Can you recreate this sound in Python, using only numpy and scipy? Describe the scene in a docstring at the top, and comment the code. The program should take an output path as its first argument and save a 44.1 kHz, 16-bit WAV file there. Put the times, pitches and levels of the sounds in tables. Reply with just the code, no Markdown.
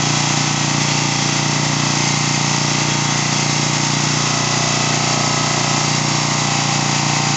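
"""The electric motor drive of a hospital bed lowers one section, close by in a small room.
From the start, its gear knocks the steel frame once a turn, about thirty times a second, and the teeth
buzz in between; brushes and worm screw add a bright whirr made of noise, over a faint room rumble.
From about 2 s the tone slowly shifts as the rod slides in. Soon after 4 s the load eases: the motor speeds
up, the buzz changes colour, and single whines sing out now and then. By 6.6 s it is loaded and slower again."""
import sys
import numpy as np
from scipy import signal
from scipy.fft import rfft, irfft
from scipy.io import wavfile

SR = 44100
rng = np.random.default_rng(int(sys.argv[2]) if len(sys.argv) > 2 else 0)


def unload_wav(signal):
    """Save mono or channel-first audio to the path in sys.argv[1] as 16-bit WAV at rate SR, clipped to [-1, 1]."""
    wavfile.write(
        sys.argv[1],
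        SR,
        np.round(np.clip(np.atleast_2d(signal).T, -1, 1) * 32767).astype(np.int16),
    )


N = 324576


def from_db(db):
    """Turn decibels into a plain multiplier."""
    return 10 ** (np.asarray(db) / 20)


def rms_one(x):
    """Scale a signal to an average power of 1."""
    return x / np.sqrt(np.mean(x ** 2) + 1e-20)


def seconds():
    """Time of every sample, in seconds."""
    return np.arange(N) / SR


def spectrum_hz():
    """Frequency of every step of the whole sound's spectrum, in Hz."""
    return np.arange(N // 2 + 1) * SR / N


def at_hz(points, hz):
    """Read a curve between its points, with frequency spaced as the ear hears it (logarithmic)."""
    f, value = np.transpose(points)
    return np.interp(np.log(hz + 1), np.log(f), value)


def drift(rate):
    """Slow random wandering with spread 1: noise smoothed twice; a higher rate (Hz) wanders faster."""
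    step = 100  # samples between the random draws
    warm_up = 2000  # draws thrown away while the smoothing settles
    r = np.exp(-2 * np.pi * rate * step / SR)
    noise = rng.standard_normal(N // step + 2 + warm_up)
    slow = signal.lfilter([1], [1, -2 * r, r * r], noise)[warm_up:]
    return np.interp(np.arange(N) / step, np.arange(len(slow)), rms_one(slow))


# How fast the gear turns: (t/s, speed/turns per s)
GEAR_SPEED = [(0.0, 29.66), (0.5, 29.54), (0.7, 29.32), (1.5, 29.49), (2.55, 29.52), (3.05, 29.43),
              (3.25, 29.59), (4.05, 29.57), (4.4, 29.96), (5.6, 29.8), (5.85, 29.66), (6.5, 29.67),
              (6.7, 29.34), (7.36, 29.27)]


def gear_speed():
    """The motor's speed follows its load; straight lines join the table's points."""
    t, turns_per_s = np.transpose(GEAR_SPEED)
    return np.interp(seconds(), t, turns_per_s)


def gear_slack(speed):
    """The lighter the load, the faster the gear and the more play it has: 0 loaded, 1 slack."""
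    loaded_speed, slack_speed = 29.6, 29.84  # turns per s
    return np.clip((speed - loaded_speed) / (slack_speed - loaded_speed), 0, 1)


def gear_angle(speed):
    """Adding up the speed gives the angle in turns; a little drift makes the turning unsteady."""
    knock_angle = .101  # turns
    return np.cumsum(speed) / SR - knock_angle + 0.00035 * drift(11)


# Resonances that shape how the frame rings after each knock: (f/Hz, width/Hz, level/dB)
FRAME_RESONANCES = [(180, 20, 0), (289, 70, -1), (884, 210, 3)]


def ring_down_phase(hz):
    """The frame answers a blow with a delay set by its resonances: the phase at this frequency."""
    answer = 0
    for f, width, db in FRAME_RESONANCES:
        answer += from_db(db) / (1 + 1j * (hz ** 2 - f ** 2) / (hz * width))
    return np.angle(answer)


# Tones of the frame, before balancing: (multiple of the gear speed, loaded level/dB, slack level/dB)
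FRAME_TONES = [(1, -59, -58), (2, -47, -45), (3, -55, -54), (4, -30, -29), (5, -23, -25), (6, -34, -41),
               (7, -31, -32), (8, -36, -35), (9, -32, -32), (10, -41, -42), (11, -33, -36), (12, -40, -35),
               (13, -47, -41), (14, -44, -45), (15, -48, -49), (16, -55, -52), (17, -54, -47),
               (18, -46, -53), (19, -45, -40), (20, -51, -46), (21, -45, -37), (22, -47, -52),
               (23, -41, -34), (24, -47, -40), (25, -40, -34), (26, -45, -49), (27, -33, -35),
               (28, -43, -50), (29, -37, -35), (30, -42, -38), (31, -34, -42), (32, -46, -41),
               (33, -38, -41), (34, -40, -36), (35, -49, -49), (36, -38, -39), (37, -42, -38),
               (38, -42, -47), (39, -43, -40), (40, -46, -43), (41, -40, -40), (42, -45, -45),
               (43, -41, -35), (44, -43, -46)]
# Tones that change as the linkage folds: (multiple of the gear speed, raised change/dB, lowered change/dB)
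LINKAGE_CHANGES = [(9, 1, -1.5), (11, 1, -1), (23, -2, 2), (27, -1, 1), (29, 1, -3), (31, 1, -1),
                   (33, 2, 0), (34, -3, 2), (36, -2, 3), (43, -2, -2)]


def frame(angle, turns_per_s, slack, lowered, scatter, knock_waver_db, buzz_waver_db, phase_waver, count=14):
    """Tones at whole multiples of the gear speed: the low ones sum to the knock, the high to the buzz."""
    linkage_db = {k: up_db + lowered * (down_db - up_db) for k, up_db, down_db in LINKAGE_CHANGES}
    knock, buzz = np.zeros(N), np.zeros(N)
    for order, loaded_db, slack_db in FRAME_TONES:
        height = order / len(FRAME_TONES)
        # reflections smear the phase, most for the high tones; it wanders as the linkage moves
        fixed_smear = (order > count) * scatter * rng.standard_normal()
        smear = height * (fixed_smear + phase_waver * drift(1.7))
        phase = 2 * np.pi * order * angle + ring_down_phase(order * turns_per_s) + smear
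        tone = np.cos(phase)
        level_db = loaded_db + slack * (slack_db - loaded_db) + linkage_db.get(order, 0)
        if order <= count:
            knock += tone * from_db(level_db + knock_waver_db * height * drift(3))
        else:
            buzz += tone * from_db(level_db + singing_db(order) + buzz_waver_db * drift(2.1))
    return rms_one(knock), rms_one(buzz)


def worn_surface(angle, wear_rate, size=1024, count=4):
    """The same roughness passes on every turn; the contact wanders slowly between a few tracks."""
    # smooth random tracks, each one turn long
    tracks = signal.resample(rng.standard_normal((count, size)), 4 * size, axis=1)
    around = np.linspace(0, 1, tracks.shape[1], endpoint=False)
    weights = np.array([drift(wear_rate) for track in tracks])
    weights /= np.sqrt(np.sum(weights ** 2, axis=0))  # keeps the blend's power even
    blend = np.zeros(N)
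    for weight, track in zip(weights, tracks):
        blend += weight * np.interp(angle, around, track, period=1)
    return rms_one(blend)


# Tone of brushes and screw, before balancing: (f/Hz, level/dB per Hz)
WHIRR_TONE = [(90, -14), (200, 0.5), (330, 1.5), (470, -5.5), (750, 2), (1250, 1), (1700, -3.5),
              (2250, -1.5), (3100, -1), (4200, -2), (5500, -0.5), (6600, 2.5), (7300, -0.5), (7650, -15.5)]
# Part of the whirr's power that repeats on every turn: (f/Hz, share 0-1)
REPEATING_SHARE = [(300, 0), (1100, 0.22), (1450, 0.47), (2050, 0.62), (3000, 0.31), (5000, 0.3),
                   (7500, 0.48)]
# Resonances of the motor housing: (f/Hz, width/Hz, raised boost/dB, lowered boost/dB)
HOUSING_RESONANCES = [(1886, 61, 6.5, 3.5), (2005, 104, 7.5, 9), (2086, 43, 6, 2.5), (2230, 64, 3, 5),
                      (2620, 110, 3.5, 5.5), (2764, 60, 4, 4), (3323, 21, 11.5, -1), (3914, 20, 9, 8.5),
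                      (4455, 24, 8, 1.5), (4750, 51, 4.5, 6), (4806, 140, 2.5, 5), (5364, 85, 7, -3.5),
                      (5480, 120, 1.5, 9), (6100, 110, 1.5, -2.5), (6310, 37, 8, 2), (6360, 50, 0.5, -2),
                      (6740, 90, -5, 0.5)]


def whirr(angle, rod_in, swell_db, half_turn_db, flutter_db):
    """Repeating roughness and fresh friction noise swell with the turn and sound through the housing."""
    hz = spectrum_hz()
    once_db = swell_db * np.cos(2 * np.pi * (angle - .68))
    twice_db = half_turn_db * np.cos(4 * np.pi * (angle - .09))
    press = from_db(once_db + twice_db + flutter_db * drift(17))
    share = np.clip(at_hz(REPEATING_SHARE, hz), 0, 1)
    repeating = 1.03 * rfft(press * worn_surface(angle, wear_rate=0.66))
    friction = rfft(press * rng.standard_normal(N))
    source = np.sqrt(share) * repeating + np.sqrt(1 - share) * friction
    source *= from_db(at_hz(WHIRR_TONE, hz))
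    # the resonances trade strength as the rod slides into the housing
    raised_boost_db, lowered_boost_db = np.zeros(len(hz)), np.zeros(len(hz))
    for f, width, raised_db, lowered_db in HOUSING_RESONANCES:
        peak = 1 / (1 + (2 * (hz - f) / width) ** 2)
        raised_boost_db += raised_db * peak
        lowered_boost_db += lowered_db * peak
    raised = irfft(source * from_db(raised_boost_db), N)
    lowered = irfft(source * from_db(lowered_boost_db), N)
    return rms_one(raised + rod_in * (lowered - raised))


# Tone of the room rumble, before balancing: (f/Hz, level/dB per Hz)
RUMBLE_TONE = [(15, -9), (30, -6.5), (60, 2), (110, -0.5), (250, -11.5), (800, -33)]


def room():
    """A faint steady rumble: random noise shaped to be mostly low."""
    rumble_db = -52.5
    noise = rfft(rng.standard_normal(N))
    rumble = irfft(noise * from_db(at_hz(RUMBLE_TONE, spectrum_hz())), N)
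    return from_db(rumble_db) * rms_one(rumble)


def lowering():
    """The rod slides in at an even pace, so the tone passes evenly from raised (0) to lowered (1)."""
    start_s, length_s = 1.8, 5
    return np.clip((seconds() - start_s) / length_s, 0, 1)


# Now and then one whine sings out: (t/s at its height, length/s, multiple of the gear speed, added level/dB)
SINGING_WHINES = [(4.27, 0.3, 43, 6), (4.28, 0.3, 36, 4), (4.55, 0.8, 23, 3), (5.45, 0.9, 43, 8),
                  (7.05, 0.7, 31, 4), (7.1, 0.6, 25, 6)]


def singing_db(order):
    """Smooth rise and fall in level of one frame tone each time it sings out."""
    t = seconds()
    added_db = np.zeros(N)
    for peak_s, length_s, whine_order, db in SINGING_WHINES:
        if whine_order == order:
            added_db += db * np.cos(np.pi * np.clip((t - peak_s) / length_s, -.5, .5))
    return added_db


def scene():
    """One turning gear drives knock, buzz and whirr; they and the rumble are heard at a single point."""
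    speed = gear_speed()
    slack = gear_slack(speed)
    lowered = lowering()
    angle = gear_angle(speed)
    knock, buzz = frame(angle, speed.mean(), slack, lowered, scatter=2.25,
                        knock_waver_db=3.0, buzz_waver_db=1.7, phase_waver=0.48)
    # the rod's travel brings 0.85 of the housing's full change of tone
    brushes = whirr(angle, 0.85 * lowered, swell_db=0.25, half_turn_db=0.54, flutter_db=0.65)
    uneven_db = 0.51 * drift(15)  # the knocks are not equally hard
    # each level: loaded, plus the change when slack
    knock_db = -21 + 0.06 * slack + uneven_db
    buzz_db = -27 - 0.15 * slack + 2 * lowered  # the teeth bite harder as the section comes down
    whirr_db = -19.5 + 0.5 * slack
    mono = from_db(knock_db) * knock + from_db(buzz_db) * buzz + from_db(whirr_db) * brushes + room()
    return np.array([mono, mono])


def record(dry):
    """A steep filter removes the treble above its cutoff."""
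    cutoff_hz = 8100
    return signal.sosfilt(signal.ellip(12, .2, 80, cutoff_hz, fs=SR, output="sos"), dry)


dry = scene()
out = record(dry)
unload_wav(out)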